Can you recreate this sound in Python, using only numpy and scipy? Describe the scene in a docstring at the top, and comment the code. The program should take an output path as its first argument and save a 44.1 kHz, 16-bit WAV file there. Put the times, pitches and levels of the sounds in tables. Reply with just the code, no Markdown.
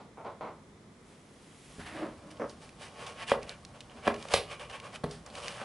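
"""A hand turns the cardstock wheels of a folded paper lock on a table in a small, quiet room.
First an arm judders over the table, sticking and slipping. A sleeve swishes in, the hand bumps the
hollow box, and the fingers slide down it and take hold. Then the wheels rub, card on card, in short
strokes, and their folded edges tick as they snap past the frame. From about halfway on, the box
also rocks and knocks on the table several times."""
import sys
import numpy as np
from scipy import signal
from scipy.fft import rfft, irfft
from scipy.io import wavfile

SR = 44100
rng = np.random.default_rng(int(sys.argv[2]) if len(sys.argv) > 2 else 0)


def dump_mix(stems):
    """Bounce the given channels to the path in sys.argv[1] as a 16-bit WAV at rate SR."""
    frames = np.atleast_2d(stems).T  # one column per channel
    limited = np.clip(frames, -1, 1)  # hard clip at full scale
    pcm = np.round(limited * 32767).astype(np.int16)
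    wavfile.write(sys.argv[1], SR, pcm)


N = 248724
TIME = np.arange(N) / SR

# tone of the steady room noise: (frequency [Hz], level [dB])
AIR_TONE = [(15, -24), (25, -12.5), (207, 3), (303, -3.5), (422, -4), (721, -12.5), (1260, -14.5),
            (1590, -20), (2050, -17.5), (2710, -26), (3320, -22.5), (4630, -28), (5120, -26.5),
            (8100, -29.5), (11000, -32), (14300, -117), (22000, -120)]
# tone of the table's rumble: (frequency [Hz], level [dB])
RUMBLE_TONE = [(20, -7), (50, 12), (90, 13), (150, 15.5), (300, -23)]
# the arm dragging on the table: (start [s], length [s], judder [dB], scuff [dB])
ARM_DRAGS = [(0.0, 0.018, -50, -66), (0.172, 0.042, -45.5, -82), (0.247, 0.04, -39.5, -64),
             (0.409, 0.075, -38, -64)]
# tone of the arm's judder: (frequency [Hz], level [dB])
ARM_TONE = [(60, -39), (120, -10), (190, -1), (300, -5.5), (400, -1.5), (590, 3), (750, 0.5), (1000, 1),
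            (1400, -7), (1750, -18.5), (2150, -13.5), (3000, -25), (9000, -55)]
# the sleeve brushing: (peak time [s], rise [s], fall [s], swish [dB], hiss [dB])
SLEEVE_MOVES = [(1.11, 0.091, .13, -62.5, -62.5), (1.72, 0.45, 0.35, -59.5, -56.5),
                (1.803, 0.014, 0.051, -44, -50.5), (1.869, 0.014, 0.048, -42, -49),
                (1.97, 0.083, 0.11, -44.5, -53)]
# tone of the cloth: (frequency [Hz], level [dB])
CLOTH_TONE = [(410, -49), (700, 11), (912, 7), (1200, 7.5), (1300, 6.5), (1450, 10), (1890, 10.5),
              (4180, 0.5), (11000, -2), (14300, -42), (22000, -120)]
# knocks of the box; the last three columns are added to the level:
# (time [s], level [dB], treble limit [Hz], thump pitch [Hz], thump [dB], crack [dB], rattle [dB])
BOX_KNOCKS = [(1.784, -37, 300, 40, 9.5, -30, -30), (1.795, -33, 350, 171, -0.5, -26, -26),
              (3.3158, -25.5, 4050, 229, -7, -28, -19), (3.3178, -9.5, 1680, 230.4, -14, -17, -25),
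              (3.956, -42, 400, 238, 2, -30, -30), (4.0698, -22, 3000, 227, -4, -27, -18),
              (4.0767, -16.5, 2670, 337, -12, -10.5, -27), (4.0796, -11.5, 2060, 234, -10.5, -17, -41),
              (4.2535, -32.5, 1800, 229, -26, -18, -22), (4.3376, -23.5, 7050, 81, -2, 13.5, -1.5),
              (4.3401, -10.5, 1770, 193, -21.5, 0, -4), (5.0368, -30, 1860, 330, -8, -13, -26.5),
              (5.0404, -23.5, 1200, 161, 2.5, -5.5, -21), (5.0449, -23.5, 1220, 173, -8, -24, -24),
              (5.6155, -30, 2500, 233, -13, -12, -14)]
# notes the hollow box rings at: (pitch [Hz], level [dB], time to fade by 60 dB [s])
BOX_NOTES = [(479, -16, 0.11), (563.6, -5, 0.065), (623, -10.5, 0.031), (743, -4.5, 0.017),
             (970, -7.5, 0.01), (1147, -4, 0.0099), (1650, -6.5, 0.012), (1950, -21.5, 0.074),
             (2404, -11, 0.016), (3265, -9.5, 0.024)]
# notes the table top rings at: (pitch [Hz], level [dB], time to fade by 60 dB [s])
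TABLE_NOTES = [(56.6, -25, 0.83), (84.4, -25, 0.43), (162.7, -26.5, 0.28), (249.2, -15, .13),
               (313, -22.5, 0.41), (408, -16, 0.26)]
# fingers sliding down the box: (peak time [s], rise [s], fall [s], level [dB])
FINGER_SLIDES = [(2.04, .1, 0.063, -37.5), (2.261, 0.13, 0.23, -52.5)]
# tone of the sliding fingers: (frequency [Hz], level [dB])
FINGER_TONE = [(100, -43), (200, 2.5), (270, -4), (310, 11.5), (370, -6), (480, -2.5), (600, 1.5),
               (790, -9.5), (1050, -7.5), (1500, -14), (3000, -29), (8000, -55)]
# the box skidding under the fingers: (start [s], length [s], level [dB])
BOX_SKIDS = [(2.397, 0.053, -35)]
# tone of the skid: (frequency [Hz], level [dB])
SKID_TONE = [(59, -58), (100, -21), (202, -10.5), (321, -5), (584, 1), (693, -10.5), (851, -11),
             (1280, -13), (2000, -23), (2920, -35), (4190, -47), (6000, -38), (7800, -71), (13200, -120)]
# pushes on the wheels; the last two columns are added to the rub:
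# (peak time [s], rise [s], fall [s], rub [dB], hollow [dB], hiss [dB])
WHEEL_STROKES = [(2.31, 0.0055, 0.022, -57.5, -17, 1), (2.503, .02, 0.037, -62.5, -1, 5.5),
                 (2.628, 0.026, 0.065, -60, 6, 1.5), (2.825, 0.025, 0.069, -50, 3, -1.5),
                 (3.025, 0.068, 0.049, -49.5, 5.5, -4), (3.073, 0.02, 0.059, -49.5, 6.5, -1.5),
                 (3.229, 0.05, 0.019, -42, -0.5, -8.5), (3.282, .011, .02, -41.5, -5, -5),
                 (3.305, 0.021, 0.036, -36, -1.5, -8), (3.44, 0.042, 0.019, -54, 3, -7),
                 (3.504, 0.032, 0.039, -48, 2, -6), (3.754, 0.015, 0.03, -58, 5, -6),
                 (3.91, 0.011, 0.034, -58, 6, -12), (3.98, 0.037, 0.054, -60, 8.5, -4.5),
                 (4.07, 0.027, 0.052, -41, 3.5, -9.5), (4.21, 0.055, 0.27, -55.5, 3.5, -1.5),
                 (4.325, 0.022, 0.041, -39.5, 4.5, -2.5), (4.522, 0.034, 0.037, -44.5, 2.5, -7),
                 (4.61, 0.017, 0.051, -47.5, 3.5, -7), (4.705, 0.011, .02, -50, 7, -3),
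                 (4.745, 0.026, 0.035, -45, 2, -8.5), (4.855, 0.032, 0.047, -52.5, 8, -5),
                 (4.957, 0.031, 0.014, -47, 4.5, -4), (5.12, 0.022, 0.059, -56.5, 3, 4),
                 (5.265, 0.0089, 0.048, -59.5, 12, -2.5), (5.38, 0.041, 0.035, -51, 9, -0.5),
                 (5.465, 0.089, 0.12, -46.5, 3.5, -2), (5.615, 0.061, 0.044, -47.5, 5.5, -7.5)]
# tone of card rubbing on card: (frequency [Hz], level [dB])
CARD_TONE = [(180, -33), (300, -21), (359, 0.5), (457, 2), (609, 1.5), (752, 6), (1130, -8.5), (1550, 5.5),
             (2630, -6.5), (2880, -5), (4190, -16), (4520, -16), (7000, -33), (9900, -31), (11000, -40),
             (14300, -85), (22000, -120)]
# notes the rubbed card panels ring at: (pitch [Hz], width [Hz], level [dB])
PANEL_NOTES = [(566, 60, 3.5), (724, 31, -15), (1125, 89, 10.5), (2410, 170, 3), (2770, 690, 3)]
# how freely the grip lets the panels ring: (time [s], ringing above the plain rub [dB])
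PANEL_FREEDOM = [(2.3, 2), (3.0, 0), (3.3, 0), (4.3, 1), (4.45, 6), (4.9, 2.5), (5.1, -7.5), (5.45, 5.5),
                 (5.64, -3.5)]
# folded edges ticking: (time [s], peak level [dB], pitch [Hz], time to fade by 60 dB [s])
EDGE_TICKS = [(2.305, -46, 2800, 0.02), (2.37, -45, 2920, 0.023), (2.4939, -41.5, 5000, 0.051),
              (2.691, -41.5, 2000, 0.02), (3.0649, -35, 3360, 0.048), (3.2952, -25, 2340, .023),
              (3.4241, -42, 2480, 0.01), (3.4294, -36, 2500, .013), (3.493, -27.5, 4000, 0.0084),
              (3.6492, -34, 4160, 0.016), (3.8045, -35, 2900, 0.041), (3.8967, -43.5, 3060, 0.014),
              (4.141, -35.5, 2620, 0.044), (4.1618, -36.5, 2540, 0.023), (4.2253, -33.5, 3200, 0.014),
              (4.285, -35, 2540, 0.016), (4.596, -36, 2400, 0.012), (4.697, -39, 2760, 0.032),
              (4.7992, -33, 2640, 0.019), (4.9586, -32, 3100, 0.01), (5.1088, -37.5, 4660, 0.041),
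              (5.2614, -38, 5260, 0.029), (5.2996, -43.5, 3730, 0.044), (5.3517, -33, 2970, 0.019),
              (5.481, -20, 2750, 0.01)]
# how long the room echoes: (frequency [Hz], time to fade by 60 dB [s])
ECHO_FADE = [(100, 0.52), (550, 0.28), (1200, 0.28), (4000, 0.14), (11000, 0.076)]
# how much sound arrives from the sides: (frequency [Hz], level [dB])
SIDE_TONE = [(60, -38.5), (300, -24.5), (600, -17.5), (1200, -13.5), (4000, -12.5), (10000, -13)]

TREBLE_LIMIT_HZ = 11150
HAND_LANDS_S = 1.7


def from_db(db):
    """Turn decibels into a number to multiply by."""
    return 10 ** (np.asarray(db) / 20)


def rms_one(x):
    """Scale a sound to an average strength (rms) of 1."""
    return x / np.sqrt(np.mean(x ** 2) + 1e-20)


def at_hz(points, hz):
    """Read between a table's rows, with octaves evenly spaced."""
    f, value = np.transpose(points)
    return np.interp(np.log(np.maximum(hz, 1)), np.log(f), value)


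def keep(x, hz, kind, order=2):
    """Keep the "low" part of a sound, the "high" part or a "band" between."""
    sections = signal.butter(order, np.clip(hz, 10, .45 * SR), kind, fs=SR, output="sos")
    return signal.sosfilt(sections, x + 1e-18)


def colour(x, tone):
    """Give a sound the tone in a table, so that nothing sounds early (minimum phase)."""
    size = 2 ** 18
    cepstrum = irfft(np.log(from_db(at_hz(tone, np.arange(size // 2 + 1) * SR / size))))
    cepstrum[1:size // 2] *= 2
    cepstrum[size // 2 + 1:] = 0
    return irfft(rfft(x, size) * np.exp(rfft(cepstrum)), size)[:N]


def add(track, s, sound):
    """Mix a sound into a track at s seconds."""
    i = int(s * SR)
    track[i:i + len(sound)] += sound[:N - i]


def together(moves, levels_db):
    """Joint strength of overlapping movements: their powers add."""
    return np.sqrt(sum((from_db(db) * move) ** 2 for move, db in zip(moves, levels_db)))


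def background(air_db=-56, settle_s=.1):
    """Steady room noise, and a table rumble that grows as the hand's weight comes on."""
    air = from_db(air_db) * rms_one(colour(rng.standard_normal(N), AIR_TONE))
    rumble_db = np.interp(TIME, [HAND_LANDS_S - settle_s, HAND_LANDS_S], [-68, -59])
    return air + from_db(rumble_db) * rms_one(colour(rng.standard_normal(N), RUMBLE_TONE))


def drag(s, length_s, fade_db_per_s, sag_db_per_s=30):
    """A drag starts at once, sags a little while it lasts and then dies away."""
    age = np.clip(TIME - s, 0, 1)
    return (TIME >= s) * from_db(-sag_db_per_s * age - fade_db_per_s * np.maximum(age - length_s, 0))


def judder(starts, level, tone, slips_per_s, jitter, uneven_db, scuff_db, first_slip_db=-1.5):
    """Stick and slip: a drag jerks free, then slips hundreds of times a second, scuffing in between."""
    slips = np.zeros(N)
    for start, end in zip(starts, [*starts[1:], TIME[-1]]):
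        chance = rng.standard_normal((200, 2))
        wait = np.exp(jitter * chance[:, 0]) / slips_per_s
        s = start + .001 + np.cumsum(wait) - wait
        size_db = uneven_db * chance[:, 1]
        size_db[0] = first_slip_db
        slips[(s[s < end] * SR).astype(int)] = from_db(size_db[s < end]) * np.sqrt(SR / slips_per_s)
    sound = colour(slips + from_db(scuff_db) * rng.standard_normal(N), tone)
    return level * sound / np.std(sound[level > level.max() / 10])


def grains(per_s, spread_db):
    """Fibres catch and let go, making tiny random clicks."""
    sizes = from_db(spread_db * np.minimum(rng.exponential(1, N), 4)) * rng.choice([-1, 1], N)
    return rms_one(sizes * (rng.random(N) < per_s / SR))


def arm():
    """The arm judders over the table in short drags, with a dry scuff on top."""
    starts, lengths, db, scuff_db = np.transpose(ARM_DRAGS)
    drags = [drag(s, length_s, fade_db_per_s=192) for s, length_s in zip(starts, lengths)]
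    slips = judder(starts, together(drags, db - 1), ARM_TONE,
                   slips_per_s=280, jitter=.3, uneven_db=1.5, scuff_db=-3)
    scuff = rms_one(keep(grains(per_s=9000, spread_db=0), [2300, 4500], "band"))
    return keep(slips, 3200, "low") + together(drags, scuff_db) * scuff


def swell(s, rise_s, fall_s, roundness=1.43):
    """A movement speeds up and slows down: 10 dB below its peak one rise before and one fall after."""
    away = np.maximum((s - TIME) / rise_s, (TIME - s) / fall_s)
    return from_db(-10 * np.minimum(away, 10) ** roundness)


def sleeve():
    """Cloth and skin brush softly as the hand reaches in."""
    moves = [swell(*row[:3]) for row in SLEEVE_MOVES]
    swish_db, hiss_db = np.transpose(SLEEVE_MOVES)[3:]
    cloth = colour(grains(per_s=13000, spread_db=3), CLOTH_TONE)
    swish = together(moves, swish_db - 1) * rms_one(keep(cloth, 4630, "low"))
    hiss = together(moves, hiss_db - 1) * rms_one(keep(cloth, 2380, "high"))
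    return swish + hiss


def ringing(notes, t):
    """A struck object rings with several pure notes, each fading at its own speed."""
    return sum(from_db(db - 60 * t / fade_s) * np.sin(2 * np.pi * hz * t) for hz, db, fade_s in notes)


def knocks(thump_fade_s=.059, crack_fade_s=.0073, rattle_fade_s=.23, top_db=-8):
    """Each knock rings the box and thumps the table; a hard edge cracks, and loose flaps rattle on."""
    out, t = np.zeros(N), TIME[:SR // 2]
    chatter = grains(per_s=8000, spread_db=1.5)
    for s, db, treble_hz, thump_hz, thump_db, crack_db, rattle_db in BOX_KNOCKS:
        box = keep(ringing(BOX_NOTES, t), treble_hz, "low")
        box = keep(box, 500, "high", order=4)   # a small box gives off little bass
        table = ringing([(thump_hz, -3, thump_fade_s)] + TABLE_NOTES, t)
        thump = from_db(thump_db) * keep(table, 69, "high")
        snap = rng.standard_normal(len(t))
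        crack = rms_one(keep(snap, [2200, 5200], "band") + from_db(top_db) * keep(snap, 8500, "high"))
        crack *= from_db(crack_db - 2.5 - 60 * t / crack_fade_s)
        flaps = np.roll(chatter, -int(s * SR))[:len(t)]
        rattle = rms_one(keep(flaps, [2100, 5000], "band") + from_db(top_db) * keep(flaps, 6800, "high"))
        rattle *= from_db(rattle_db - 13 - 60 * t / rattle_fade_s)
        add(out, s, from_db(db) * (box + thump + crack + rattle))
    return out


def fingers():
    """The fingers stick and slip as they slide down the box."""
    peaks, rises, _, db = np.transpose(FINGER_SLIDES)
    moves = [swell(*row[:3]) for row in FINGER_SLIDES]
    return judder(peaks - rises, together(moves, db), FINGER_TONE,
                  slips_per_s=380, jitter=.45, uneven_db=1.5, scuff_db=2)


def resonance(x, hz, width_hz):
    """Let a sound ring around one pitch; a smaller width rings longer."""
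    r = np.exp(-np.pi * width_hz / SR)
    feedback = [1, -2 * r * np.cos(2 * np.pi * hz / SR), r * r]
    return signal.lfilter(np.array([1, 0, -1]) * (1 - r * r) / 2, feedback, x)


def wheels(resting_rub_db=-72, resting_hollow_db=-63, resting_hiss_db=-69):
    """Card slides on card: tiny clicks ring the panels, hollow when pressed and hissy when quick."""
    moves = [swell(*row[:3]) for row in WHEEL_STROKES]
    moves.append(TIME > HAND_LANDS_S)   # resting fingers rub faintly between strokes
    db, hollow_db, hiss_db = np.transpose(WHEEL_STROKES)[3:]
    rub = together(moves, [*(db - 1), resting_rub_db])
    hollow = together(moves, [*(db + hollow_db - 2), resting_hollow_db])
    hiss = together(moves, [*(db + hiss_db - 1), resting_hiss_db])
    plain = rms_one(colour(grains(per_s=6000, spread_db=3), CARD_TONE))
    panels = rms_one(sum(from_db(db) * resonance(plain, hz, width) for hz, width, db in PANEL_NOTES))
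    freedom = from_db(np.interp(TIME, *np.transpose(PANEL_FREEDOM)))
    friction = (np.roll(plain, SR // 100) + freedom * panels) / np.hypot(1, freedom)
    return (rub * rms_one(keep(friction, [1650, 5200], "band", order=4))
            + hollow * rms_one(keep(friction, [420, 1350], "band", order=4))
            + hiss * rms_one(keep(plain, 5980, "high", order=4)))


def ticks(splash_db=-17):
    """A fold snaps past the frame: a sharp click and a brief crackle in one stiff flap."""
    out, t = np.zeros(N), TIME[:SR // 20]
    for s, db, hz, fade_s in EDGE_TICKS:
        snap = rng.standard_normal(len(t)) * from_db(-60 * t / fade_s)
        snap[0] += 3   # the sharp click
        flap = resonance(snap, hz, width_hz=1300) + from_db(splash_db) * snap
        tick = keep(keep(flap, 340, "high"), 7500, "low", order=1)
        peak = np.abs(keep(tick, TREBLE_LIMIT_HZ, "low")).max()
        add(out, s + .001, from_db(db) * tick / peak)
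    return out


def skid():
    """The box sticks and slips a little as the fingers take hold."""
    starts, lengths, db = np.transpose(BOX_SKIDS)
    drags = [drag(s, length_s, fade_db_per_s=295) for s, length_s in zip(starts, lengths)]
    return judder(starts, together(drags, db), SKID_TONE,
                  slips_per_s=240, jitter=.551, uneven_db=5.5, scuff_db=4.5)


def rubbing():
    """Everything that slides, with fresh random detail on each call."""
    return arm() + fingers() + skid() + wheels() + sleeve()


def room(x, first_echo_s=.0099):
    """The blurred echoes of a small room; the treble dies first."""
    t, tail = TIME[:SR // 2], 0
    for low_hz in 90 * 2 ** np.arange(8):
        octave = keep(rng.standard_normal(len(t)), [low_hz, 2 * low_hz], "band", order=3)
        tail += octave * from_db(-60 * t / at_hz(ECHO_FADE, low_hz * np.sqrt(2)))
    fade_in = np.clip(t / first_echo_s - 1, 0, 1)
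    return signal.fftconvolve(x, tail * fade_in / np.sqrt(SR * .02))[:N]


def scene():
    """All sources sit near the middle; sound scattered from the sides gives a slight width."""
    blows, clicks, rubs = knocks(), ticks(), rubbing()
    into_room = from_db(-4) * blows + from_db(-10.5) * clicks + from_db(-7.5) * rubs
    middle = blows + clicks + rubs + room(into_room) + background()
    scattered = colour(from_db(1.5) * room(into_room) + rubbing() + from_db(9) * background(), SIDE_TONE)
    # sound reaches left and right slightly apart, so the gap between them follows the wave's slope
    slope = from_db(-7) * np.gradient(keep(blows + clicks, 10000, "low", order=1))
    off_centre = from_db(-38) * keep(middle, 200, "high", order=1)   # the box is a little to the right
    side = scattered - slope - off_centre
    return (middle + side * [[1], [-1]]) * from_db([[-.2], [.2]])


def record(dry):
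    """Cut off the highest treble steeply."""
    return signal.sosfilt(signal.ellip(12, .1, 80, TREBLE_LIMIT_HZ, fs=SR, output="sos"), dry)


dry = scene()
out = record(dry)
dump_mix(out)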